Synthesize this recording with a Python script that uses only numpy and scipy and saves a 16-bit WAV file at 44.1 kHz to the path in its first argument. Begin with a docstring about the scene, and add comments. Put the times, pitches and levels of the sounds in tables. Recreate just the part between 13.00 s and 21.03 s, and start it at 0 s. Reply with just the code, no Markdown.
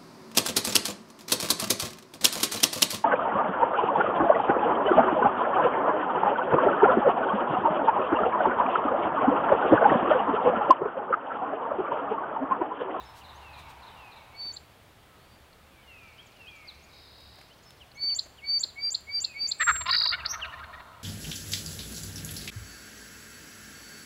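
"""Wild turkey and song sparrow at the edge of a field

A wild turkey gobbles in yelps and clucks: uneven pulses ring its throat, and the woods return a long, dull echo.
A song sparrow sings close by in gliding sines: one soft whistle-and-chip phrase, later five loud ones,
then a thin high note, a buzz of quick strokes and a last flourish.
Farther birds slur and chirp, dulled or blurred by scatter, over coloured noise for quiet air and a low rumble."""
import sys
import numpy as np
from scipy import signal
from scipy.fft import rfft, irfft, next_fast_len
from scipy.io import wavfile
from scipy.ndimage import uniform_filter1d, map_coordinates

SR = 44100
rng = np.random.default_rng(int(sys.argv[2]) if len(sys.argv) > 2 else 0)


def unload_wav(signal):
    """Save mono or channel-first audio to the path in sys.argv[1] as 16-bit WAV at rate SR, clipped to [-1, 1]."""
    wavfile.write(
        sys.argv[1],
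        SR,
        np.round(np.clip(np.atleast_2d(signal).T, -1, 1) * 32767).astype(np.int16),
    )


N = 354123  # samples

# contour of a short chip: time_s from the note's time, pitch_hz, relative_db
CHIP_SHAPE = [(-.012, 3230, -40.5), (-.005, 3704, -14.5), (-.002, 4230, -6.5), (0, 4240, -1),
              (.002, 4730, 3.5), (.003, 5200, -19.5), (.005, 4445, -4), (.0075, 3190, -4)]
# partials of a nearly pure whistle: frequency_multiple, gain_db
PURE_PARTIALS = [(1, 2), (2, -42), (3, -46)]


def turkey():
    """Superposition of paths: two loud yelps and a fading rattle arrive directly, then as scattered echoes."""
    # long syllables: start_s, length_s, mid_pitch_hz, glide_octaves, level_db, throat_hz, rasp_db, roughness
    yelps = [(6.596, .042, 632, .03, -21.7, 1720, -9.5, .22), (6.665, .053, 448, -.28, -16, 1380, -16, .25),
             (6.874, .039, 360, -.05, -25.3, 1120, -4.5, .21),
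             (6.916, .052, 485, .08, -29.5, 1600, -2.5, .2), (7.113, .047, 722, .3, -30.5, 1450, 2, .19),
             (7.323, .038, 468, .05, -38, 1800, -4, .21), (7.52, .034, 610, .08, -40.5, 1750, -8, .18),
             (7.725, .033, 612, .05, -43.5, 1740, -6.5, .2)]
    # short low clucks between them: start_s, level_db, throat_hz
    clucks = [(6.75, -37.5, 1450), (6.804, -35.5, 1050), (6.854, -30.5, 1070), (7.004, -38.5, 1450),
              (7.05, -33, 990), (7.192, -45, 1500), (7.242, -37.5, 1370), (7.392, -46, 1480),
              (7.441, -38.5, 1400), (7.586, -49, 1480), (7.631, -46, 1500), (7.792, -49, 1860)]
    # contour of a clean squeak leading into a cluck: time_s from the note's time, pitch_hz, relative_db
    pip_shape = [(-.009, 1650, -10), (0, 1590, 0), (.011, 1540, -7)]
    # the squeaks: time_s, pitch_factor, level_db
    pips = [(6.749, 1, -38), (7.046, 1, -43), (7.187, 1.25, -43), (7.239, 1, -42), (7.395, .98, -46),
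            (7.44, 1, -42), (7.582, 1.2, -48), (7.635, .99, -43), (7.784, 1.2, -48)]
    # response of the direct path over the ground: frequency_hz, gain_db
    ground = [(400, -32), (650, -8), (820, -12), (1000, -1), (1150, -1)]
    # colour of the echo from the woods: frequency_hz, gain_db
    woods_colour = [(350, -24), (540, 1.5), (720, 0.5), (1000, 2), (1300, -3.5), (1700, -14.5), (2600, -17),
                    (4200, -11), (7000, -32)]
    cluck_s, cluck_hz, cluck_glide_octaves, cluck_rasp_db = .022, 330, -.1, -1.5

    voice = notes(pip_shape, pips)
    for start_s, *yelp in yelps:
        add(voice, start_s, gobble_note(*yelp))
    for start_s, db, throat_hz in clucks:
        cluck = gobble_note(cluck_s, cluck_hz, cluck_glide_octaves, db, throat_hz, cluck_rasp_db, rough=.23)
        add(voice, start_s, cluck)
    # soft ground swallows the lowest partials on the direct path; the echo from the treetops keeps them
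    direct = filtered(voice, colour(ground))
    early_scatter = echo(direct, t60=1.0, swell=0.017, lumpy_db=2)
    woods = filtered(echo(voice, t60=3.14, swell=0.48, lumpy_db=3.5), colour(woods_colour))
    return direct + amp(-19) * early_scatter + amp(-10) * woods


def gobble_note(length, hz, glide, db, throat_hz, rasp_db, rough):
    """Pitch arch and resonance: pitch bends over a glide, and a higher throat resonance is broader."""
    arch_octaves = .17  # by which the ends lie under the middle, apart from the glide
    width_hz = 640 * (throat_hz / 1400) ** 1.6
    hollow_db = -42.5  # the hollow resonance is equally loud in every syllable
    pitches = hz * 2 ** np.array([-glide / 2 - arch_octaves, 0, glide / 2 - arch_octaves])
    return amp(db) * syllable(length, pitches, throat_hz, width_hz, rasp_db, hollow_db - db, rough)


def syllable(length, pitches, throat_hz, width_hz, rasp_db, hollow_db, rough, crest=.54, jitter=0.235,
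             breath=0.89, doubling=0.64, high_hz=4500):
    """Source-filter principle: uneven syrinx pulses ring the throat; pitch and effort follow one course."""
    # upper throat resonances, each applied twice: frequency_hz, width_hz, gain_db
    rasp_modes = [(1880, 300, 1), (2215, 780, 2), (2730, 350, 1), (3620, 640, 1.5), (4195, 230, 2)]
    hollow_hz, hollow_width_hz = 780, 380

    size = int(length * SR)
    progress = np.interp(np.linspace(0, 1, size), [0, crest, 1], [0, .5, 1])
    pitch = np.polyval(np.polyfit([0, .5, 1], pitches, 2), progress)
    pitch *= 1 + jitter * rough * wobble(398, size)
    phase = 2 * np.pi * np.cumsum(pitch) / SR
    pulses = unit(sum(np.cos(k * phase) for k in np.arange(1, 17)))
    # a rough voice alternates strong and weak pulses
    pulses *= amp(5.9 * rough * wobble(380, size)) * (1 + doubling * rough * np.cos(phase / 2))
    turbulence = unit(rng.standard_normal(size) * (1 + np.cos(phase)))
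    effort = np.sin(np.pi * progress).clip(0) ** .8
    source = (pulses + breath * rough * turbulence) * effort

    def ring(x, response):
        """Free decay: the resonance rings on for up to 10 ms after its source."""
        return filtered(np.pad(x, (0, SR // 100)), response)

    def throat(f):
        """Cascaded resonance with a steep loss of treble."""
        return resonance(f, throat_hz, width_hz) ** 2 / (1 + (f / 2700) ** 10)

    def upper_throat(f):
        """Parallel resonances: their complex responses add."""
        return sum(amp(db) * resonance(f, hz, width) ** 2 for hz, width, db in rasp_modes)

    body = ring(source, throat)
    # the rasp opens only at full effort, and is hoarser than the body
    hoarse_source = (source + 0.88 * turbulence * effort) * effort
    beak = signal.butter(8, high_hz, fs=SR, output="sos")
    rasp = signal.sosfilt(beak, ring(hoarse_source, upper_throat))
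    hollow = ring(source, lambda f: resonance(f, hollow_hz, hollow_width_hz) ** 2)
    return 0.6 * (unit(body) + amp(hollow_db) * unit(hollow) + amp(rasp_db) * unit(rasp))


def sparrow():
    """Near-field dominance: the close singer's direct sound outweighs a short shimmer from the brush."""
    # chips outside the phrases: time_s, pitch_factor, level_db
    lone_chips = [(2.53, .98, -60), (4.917, .97, -56), (7.261, 1.024, -25)]
    # contour of one buzz stroke: time_s from the note's time, pitch_hz, relative_db
    sweep_shape = [(-.014, 3914, -14.5), (-.008, 3756, -18), (-.004, 3975, -9.5), (0, 4540, -2.5),
                   (.0025, 4800, -9.5), (.005, 4790, -5), (.009, 5250, -25)]
    # the buzz: start_s, end_s, level_db, attack_s, release_s, sag_db_per_s
    buzz_envelope = (6.895, 7.13, -16.1, .018, .025, 12)
    # partials of the buzz: frequency_multiple, gain_db
    buzz_partials = [(1, 0.5), (2, -46), (2.6, -48), (3, -38.5)]
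    # the buzz's soft first sweep: time_s, pitch_hz, level_db
    lead_in = [(6.87, 4600, -51), (6.878, 5060, -38.5), (6.885, 5660, -52.5)]
    # the thin high note: time_s, pitch_hz, level_db
    thin_note = [(6.577, 8700, -72), (6.592, 7950, -47), (6.61, 7510, -35), (6.635, 7447, -31),
                 (6.70, 7500, -33.5), (6.76, 7506, -33), (6.832, 7450, -39.5), (6.842, 7240, -42)]
    # its partials: frequency_multiple, gain_db
    thin_partials = [(1, -0.5), (2, -29.5)]
    # the last flourish: time_s, pitch_hz, level_db
    flourish = [(7.282, 5530, -57), (7.295, 5530, -40), (7.318, 5720, -31), (7.327, 5790, -44),
                (7.354, 5790, -45.5)]
    # its closely spaced partials: frequency_multiple, gain_db
    flourish_partials = [(.93, -10), (1, -0.5), (1.075, -1.5), (1.15, -25.5), (2.075, -19.5), (2.15, -25)]
    # twigs scatter the highest notes most: frequency_hz, gain_db
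    brush = [(4600, -3), (7000, 2)]

    song = phrases() + notes(CHIP_SHAPE, lone_chips)
    song += trill(sweep_shape, buzz_envelope, rate=55.45, partials=buzz_partials)
    add(song, thin_note[0][0], whistle(thin_note, thin_partials, waver=0.002))
    add(song, lead_in[0][0], whistle(lead_in))
    add(song, flourish[0][0], whistle(flourish, flourish_partials, waver=0.0061))
    scattered = filtered(song, colour(brush))
    shimmer = amp(-11.5) * echo(scattered, t60=0.23, swell=0.0014)
    late_scatter = amp(-27.5) * echo(scattered, t60=0.9, swell=0.051)
    return song + shimmer + late_scatter


def phrases():
    """Register change: each phrase starts an octave low, swells to a whistle, flicks up and ends in a chip."""
    # phrases: whistle_end_s, whistle_length_s, pitch_hz, whistle_db, undertone_db, chip_db
    phrase_rows = [(1.521, .178, 4565, -38, -61, -37.5), (5.145, .175, 4565, -28.5, -55.5, -23.5),
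                   (5.59, .155, 4615, -27.3, -49.5, -22.5), (5.902, .125, 4735, -29, -46, -23),
                   (6.2, .112, 4730, -28.5, -46, -23), (6.471, .113, 4675, -28.5, -46, -23)]
    # partials of the whistle: frequency_multiple, gain_db
    whistle_partials = [(.5, -27.5), (1, 1), (1.5, -46), (2.5, -42), (3, -49)]
    # contours of the low start and the upward flick: time_s from the note's time, pitch_hz, relative_db
    undertone_shape = [(-.03, 2191, -12), (0, 2253, 6.5), (.03, 2300, -4.5), (.06, 2330, -10.5),
                       (.10, 2257, -13)]
    upslur_shape = [(0, 4540, -19), (.002, 5650, -11), (.005, 6450, -8), (.011, 7100, -10), (.02, 7330, -3),
                    (.029, 7680, -5), (.035, 7850, -14)]
    undertone_lag_s, undertone_pitch = .011, .995  # after the whistle's start; pitch factor
    upslur_db, upslur_pitch = -6.3, .98  # relative to the chip; pitch factor
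    chip_lag_s, chip_pitch = .0478, .987  # after the whistle's end; pitch factor

    out = np.zeros(N)
    for end, length, hz, whistle_db, undertone_db, chip_db in phrase_rows:
        start = end - length
        add(out, start, amp(whistle_db) * whistle(held_note(length, hz), whistle_partials))
        out += notes(undertone_shape, [(start + undertone_lag_s, undertone_pitch, undertone_db)])
        out += notes(upslur_shape, [(end, upslur_pitch, chip_db + upslur_db)], [(1, 0.5), (2, -30)])
        out += notes(CHIP_SHAPE, [(end + chip_lag_s, chip_pitch, chip_db)])
    return out


def held_note(length, hz):
    """Exponential relaxation of pitch: (s, Hz, dB) rows scoop up and swell, hold, then droop and thin out."""
    scoop, scoop_s, droop, droop_s = .055, .035, .042, .01  # shares of the pitch, time constants
    attack_s, rise_db, release_s, fall_db = .061, 31, .007, 16
    sag_db_per_s = 3
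    t = np.linspace(0, length, int(length * SR) // 64)
    pitch = hz * (1 - scoop * np.exp(-t / scoop_s) - droop * np.exp((t - length) / droop_s))
    attack = rise_db * np.maximum(1 - t / attack_s, 0)
    release = fall_db * np.maximum(1 - (length - t) / release_s, 0)
    return np.transpose([t, pitch, -attack - release - sag_db_per_s * (t - length / 2)])


def far_birds():
    """Direct-to-scattered ratio: calls from the woods and chatter from the hedge carry echoes nearly as strong
    as their direct sound, the woods' ringing longer; calls from the field are drier."""
    # note contours, each with time_s from the note's time, pitch_hz, relative_db:
    # long falling whistle, arched whistle, faint low call
    slur_shape = [(-.135, 3200, -14.5), (-.115, 3020, -3), (-.095, 2920, -18), (-.07, 2820, -3),
                  (0, 2574, 1), (.09, 2370, -4), (.2, 2177, -7.5)]
    arch_shape = [(-.09, 4100, -5), (0, 4550, -3), (.09, 4560, -8), (.16, 4260, -5)]
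    hoot_shape = [(-.05, 1380, -6), (0, 1320, 0), (.07, 1240, -10)]
    # short fall, short rise, high peep
    fall_shape = [(-.018, 3430, -15.5), (0, 2880, 1), (.012, 2590, -8), (.027, 2230, -20)]
    rise_shape = [(-.02, 2930, -9.5), (0, 3283, -1.5), (.018, 3400, -16.5)]
    peep_shape = [(-.015, 5430, -5), (0, 5510, 3.5), (.06, 5450, -6.5)]
    # falling tick, one stroke of the far buzz
    tick_shape = [(-.006, 6800, -9), (0, 5254, -5), (.008, 3900, 1.5)]
    far_sweep_shape = [(-.013, 3760, -7), (-.007, 3800, -5), (0, 4480, -6.5), (.007, 5080, -6),
                       (.01, 5200, -14)]
    # the notes sung on these shapes, levels ahead of the mix: time_s, pitch_factor, level_db
    slurs = [(.5, 1, -54.5), (1.045, 1, -55.5), (2.79, .89, -61.5), (2.955, 1, -52), (3.479, 0.97, -51),
             (6.309, 0.98, -53.5)]
    arches = [(2.27, 1.02, -65)]
    hoots = [(2.139, 0.97, -63), (2.57, 0.96, -66), (2.95, 0.98, -64), (3.05, 1, -62), (3.6, 0.96, -62)]
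    falls = [(.04, 2.35, -67), (.22, 0.98, -57), (3.268, 2.4, -65), (3.565, 2.45, -66), (3.69, 1.45, -44),
             (4.64, 2.35, -65), (4.818, 1.03, -51.5), (5.103, 1.04, -52), (5.39, 1.02, -53),
             (5.69, 1.45, -47.5), (7.207, .93, -43), (7.431, 0.99, -33)]
    rises = [(.365, 1.97, -62.5), (3.2, 0.98, -49), (3.489, 1, -46.5), (3.842, 2.07, -62.5),
             (4.52, .93, -57), (4.965, 1.98, -58.5), (5.245, 1.98, -57), (5.545, 1.84, -61)]
    peeps = [(0.064, 0.96, -64.5), (4.665, 0.96, -65)]
    # trills, levels ahead of the mix: start_s, end_s, level_db, attack_s, release_s, sag_db_per_s
    far_buzz = (3.908, 4.48, -52.3, .025, .08, 4)
    tickings = [(2.845, 4.02, -64, .2, .06, -4), (4.44, 4.88, -60.5, .04, .1, 0)]

    deep = notes(slur_shape, slurs) + notes(arch_shape, arches) + notes(hoot_shape, hoots)
    deep *= amp(2.8 * wobble(25.04, N))  # moving air makes distant notes swell and fade
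    chatter = chirp_pairs(count=6) + trill(far_sweep_shape, far_buzz, rate=55.5, scatter=.015)
    chatter += sum(trill(tick_shape, run, rate=21, scatter=.03) for run in tickings)
    calls = notes(fall_shape, falls) + notes(rise_shape, rises) + notes(peep_shape, peeps)
    woods = amp(-4) * deep + amp(-5.5) * echo(deep, t60=1.8, swell=.01)
    hedge = amp(-2.7) * chatter + amp(-3.5) * echo(chatter, t60=0.47, swell=.004)
    field = calls + amp(-9.5) * echo(calls, t60=.6, swell=0.0065)
    return woods + hedge + field


def chirp_pairs(count):
    """Periodic repetition: two quick chirps recur at an even pace and slowly fade."""
    # contour of a quick chirp: time_s from the note's time, pitch_hz, relative_db
    chirp_shape = [(-.016, 4350, -10), (0, 3810, 1), (.014, 3350, -10)]
    first_s, period_s, gap_s = -.04, .292, .048
    start_db, fade_db_per_s = -52, 2.7  # level at time zero, ahead of the mix
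    rows = []
    for start in first_s + period_s * np.arange(count):
        db = start_db - fade_db_per_s * start
        rows += [(start, 1.02, db), (start + gap_s, 1, db)]
    return notes(chirp_shape, rows)


def background():
    """Incoherent addition: quiet air, rumble, soft bumps and the wash of a far gobble add as noises."""
    return quiet_air() + rumble() + far_gobble() + bumps()


def quiet_air():
    """Broadband noise: a spectrum falling towards the treble, with a barely moving level."""
    # spectrum of the air: frequency_hz, relative_db
    air_spectrum = [(15, -53.5), (25, -5), (70, -9), (107, -2), (156, -6.5), (247, -10), (498, -9.5),
                    (635, -8.5), (1280, -12.5), (2250, -15.5), (3030, -17), (3380, -16.5), (5340, -25.5),
                    (5790, -27), (15700, -29.5)]
    return amp(-56.8 + 0.13 * wobble(5, N)) * noise(air_spectrum)


def far_gobble():
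    """Multiple scattering: the trees smear a far gobble into a wash of noise."""
    # level of the wash, ahead of its random waver: time_s, level_db
    wash_level = [(0, -51), (.45, -51.5), (.7, -49), (1.0, -51), (1.5, -60.5), (2.1, -99)]
    # spectrum of the wash: frequency_hz, relative_db
    wash_spectrum = [(200, -21.5), (450, -10), (620, -6), (920, 4.5), (1300, -5.5), (2000, -11.5),
                     (4200, -18), (5500, -29), (12000, -55)]
    return level(wash_level) * amp(1.0 * wobble(16.15, N)) * noise(wash_spectrum)


def bumps():
    """Band-limited bursts: noise through one broad resonance gives soft bumps, ticks and rustles."""
    # bursts, levels ahead of the fade window: start_s, length_s, centre_hz, level_db
    bump_rows = [(0.131, 0.1, 4000, -57), (0.557, 0.082, 2180, -56.5), (.67, 0.068, 3030, -57.5),
                 (1.45, 0.023, 250, -52), (4.202, .012, 3000, -58), (4.354, .008, 7500, -60),
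                 (4.383, .012, 880, -51), (4.409, .011, 1300, -50), (4.705, .005, 2400, -47.5),
                 (5.028, .025, 264, -51.5), (5.252, 0.027, 280, -52), (5.637, 0.02, 248, -49),
                 (6.006, .008, 8500, -57), (6.426, .025, 229.3, -52.5)]
    out = np.zeros(N)
    for start_s, length, hz, db in bump_rows:
        size = int(length * SR)
        burst = unit(filtered(rng.standard_normal(size), lambda f: resonance(f, hz, hz)))
        add(out, start_s, amp(db) * np.hanning(size) * burst)
    return out


def rumble():
    """Power addition: low noise rests at one level, and the powers of its swells add to it."""
    # swells, levels ahead of the common gain: start_s, length_s, level_db
    swells = [(-.05, .6, -60), (.56, .11, -53.5), (.7, .9, -64), (4.25, .2, -63), (6.59, .32, -53),
              (6.6, 1.2, -55)]
    # spectrum of the rumble: frequency_hz, relative_db
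    rumble_spectrum = [(30, -24), (55, -11.5), (72, 2.5), (90, -10), (150, -14), (260, -26), (500, -53.5)]
    attack_s, release_s = .04, .1
    t = np.arange(N) / SR
    power = amp(-65.5) ** 2  # resting level, ahead of the common gain
    for start_s, length, db in swells:
        rising = (t - start_s) / attack_s
        falling = 1 - (t - start_s - length) / release_s
        opening = np.clip(np.minimum(rising, falling), 0, 1)
        power = power + (amp(db) * opening) ** 2
    return amp(1.5) * np.sqrt(power) * noise(rumble_spectrum)


def whistle(contour, partials=PURE_PARTIALS, waver=0.0023):
    """Frequency modulation: a syrinx tone follows (s, Hz, dB) rows with rounded corners."""
    s, hz, db = np.transpose(contour)
    t = np.arange(s[0], s[-1], 1 / SR)

    def glide(values):
        """Moving average: it rounds the corners of a piecewise-linear course."""
        return uniform_filter1d(np.interp(t, s, values), size=40)

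    pitch = glide(hz) * (1 + waver * wobble(147.3, len(t)))
    phase = 2 * np.pi * np.cumsum(pitch) / SR
    # partials above half the sample rate are left out
    tone = sum(amp(gain_db) * np.sin(k * phase) * (k * pitch < SR / 2) for k, gain_db in partials)
    nearest_end_s = np.minimum(t - s[0], s[-1] - t)
    edges = np.sin(np.pi / 2 * np.minimum(nearest_end_s / .002, 1)) ** 2
    return np.sqrt(2) * tone * amp(glide(db)) * edges


def notes(shape, rows, partials=PURE_PARTIALS):
    """Transposition: one note shape is sung at each (s, pitch factor, dB)."""
    out = np.zeros(N)
    for s, factor, db in rows:
        note = whistle(np.array(shape) * [1, factor, 1], partials)
        add(out, s + shape[0][0], amp(db) * note)
    return out


def trill(shape, envelope, rate, partials=PURE_PARTIALS, scatter=.008):
    """Rapid repetition: one note shape recurs at a rate per second, fades in, sags and fades out."""
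    edge_db = 9.5  # depth of the fade at either end
    start, end, db, attack, release, sag = envelope
    times = np.arange(start, end, 1 / rate)
    opening = np.minimum(np.minimum((times - start) / attack, (end - times) / release), 1)
    levels = db - sag * (times - start) - edge_db * (1 - opening)
    pitch_factors = 1 + scatter * rng.standard_normal(len(times))
    return notes(shape, zip(times, pitch_factors, levels), partials)


def echo(x, t60, swell, lumpy_db=0):
    """Diffuse scatter from countless stems and trunks: it builds up, then dies away in uneven clumps."""
    t = np.arange(2 * SR) / SR
    clumps = amp(lumpy_db * wobble(45.4, len(t)))
    decay = amp(-60 * t / t60)
    build_up = 1 - np.exp(-(t / swell) ** 2)
    tail = rng.standard_normal(len(t)) * clumps * decay * build_up
    return signal.fftconvolve(x, tail / np.linalg.norm(tail))[:N]


def resonance(f, hz, width):
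    """Damped oscillator: a band-pass response with gain 1 at its centre."""
    return 1j * f * width / (hz * hz - f * f + 1j * f * width)


def filtered(x, response):
    """Linear filtering: the spectrum of x times a complex response of frequency."""
    size = next_fast_len(len(x) + 8192)
    return irfft(rfft(x, size) * response(np.fft.rfftfreq(size, 1 / SR)), size)[:len(x)]


def colour(points):
    """Spectral envelope: the response through (Hz, dB) points on a log axis."""
    hz, db = np.transpose(points)
    return lambda f: amp(np.interp(np.log(f + 1), np.log(hz), db))


def noise(spectrum):
    """Spectral shaping: white noise is coloured and brought to rms 1."""
    return unit(filtered(rng.standard_normal(N), colour(spectrum)))


def wobble(rate, size):
    """Band-limited fluctuation: a smooth random curve with rate knots a second."""
    knots = rng.standard_normal(int(size * rate / SR) + 4)
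    return map_coordinates(knots, [np.arange(size) * rate / SR])


def level(rows):
    """Amplitude envelope: gain per sample, linear in dB between (s, dB) rows."""
    return amp(np.interp(np.arange(N) / SR, *np.transpose(rows)))


def amp(db):
    """Decibel law: 20 dB is a factor of ten in amplitude."""
    return 10 ** (np.asarray(db) / 20)


def unit(x):
    """Normalisation to an rms of 1."""
    return x / np.sqrt(np.mean(x ** 2) + 1e-20)


def add(track, s, x):
    """Superposition: x is mixed into the track at time s."""
    start = round(s * SR)
    x = x[max(-start, 0):max(N - start, 0)]
    track[max(start, 0):][:len(x)] += x


def scene():
    """Superposition of all sources in one channel."""
    return (turkey() + sparrow() + far_birds() + background())[None]


def record(dry):
    """Band limitation: nothing at or above 15.8 kHz is kept."""
    top_hz = 15800
    return np.array([filtered(channel, lambda f: f < top_hz) for channel in dry])


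dry = scene()
out = record(dry)
unload_wav(out)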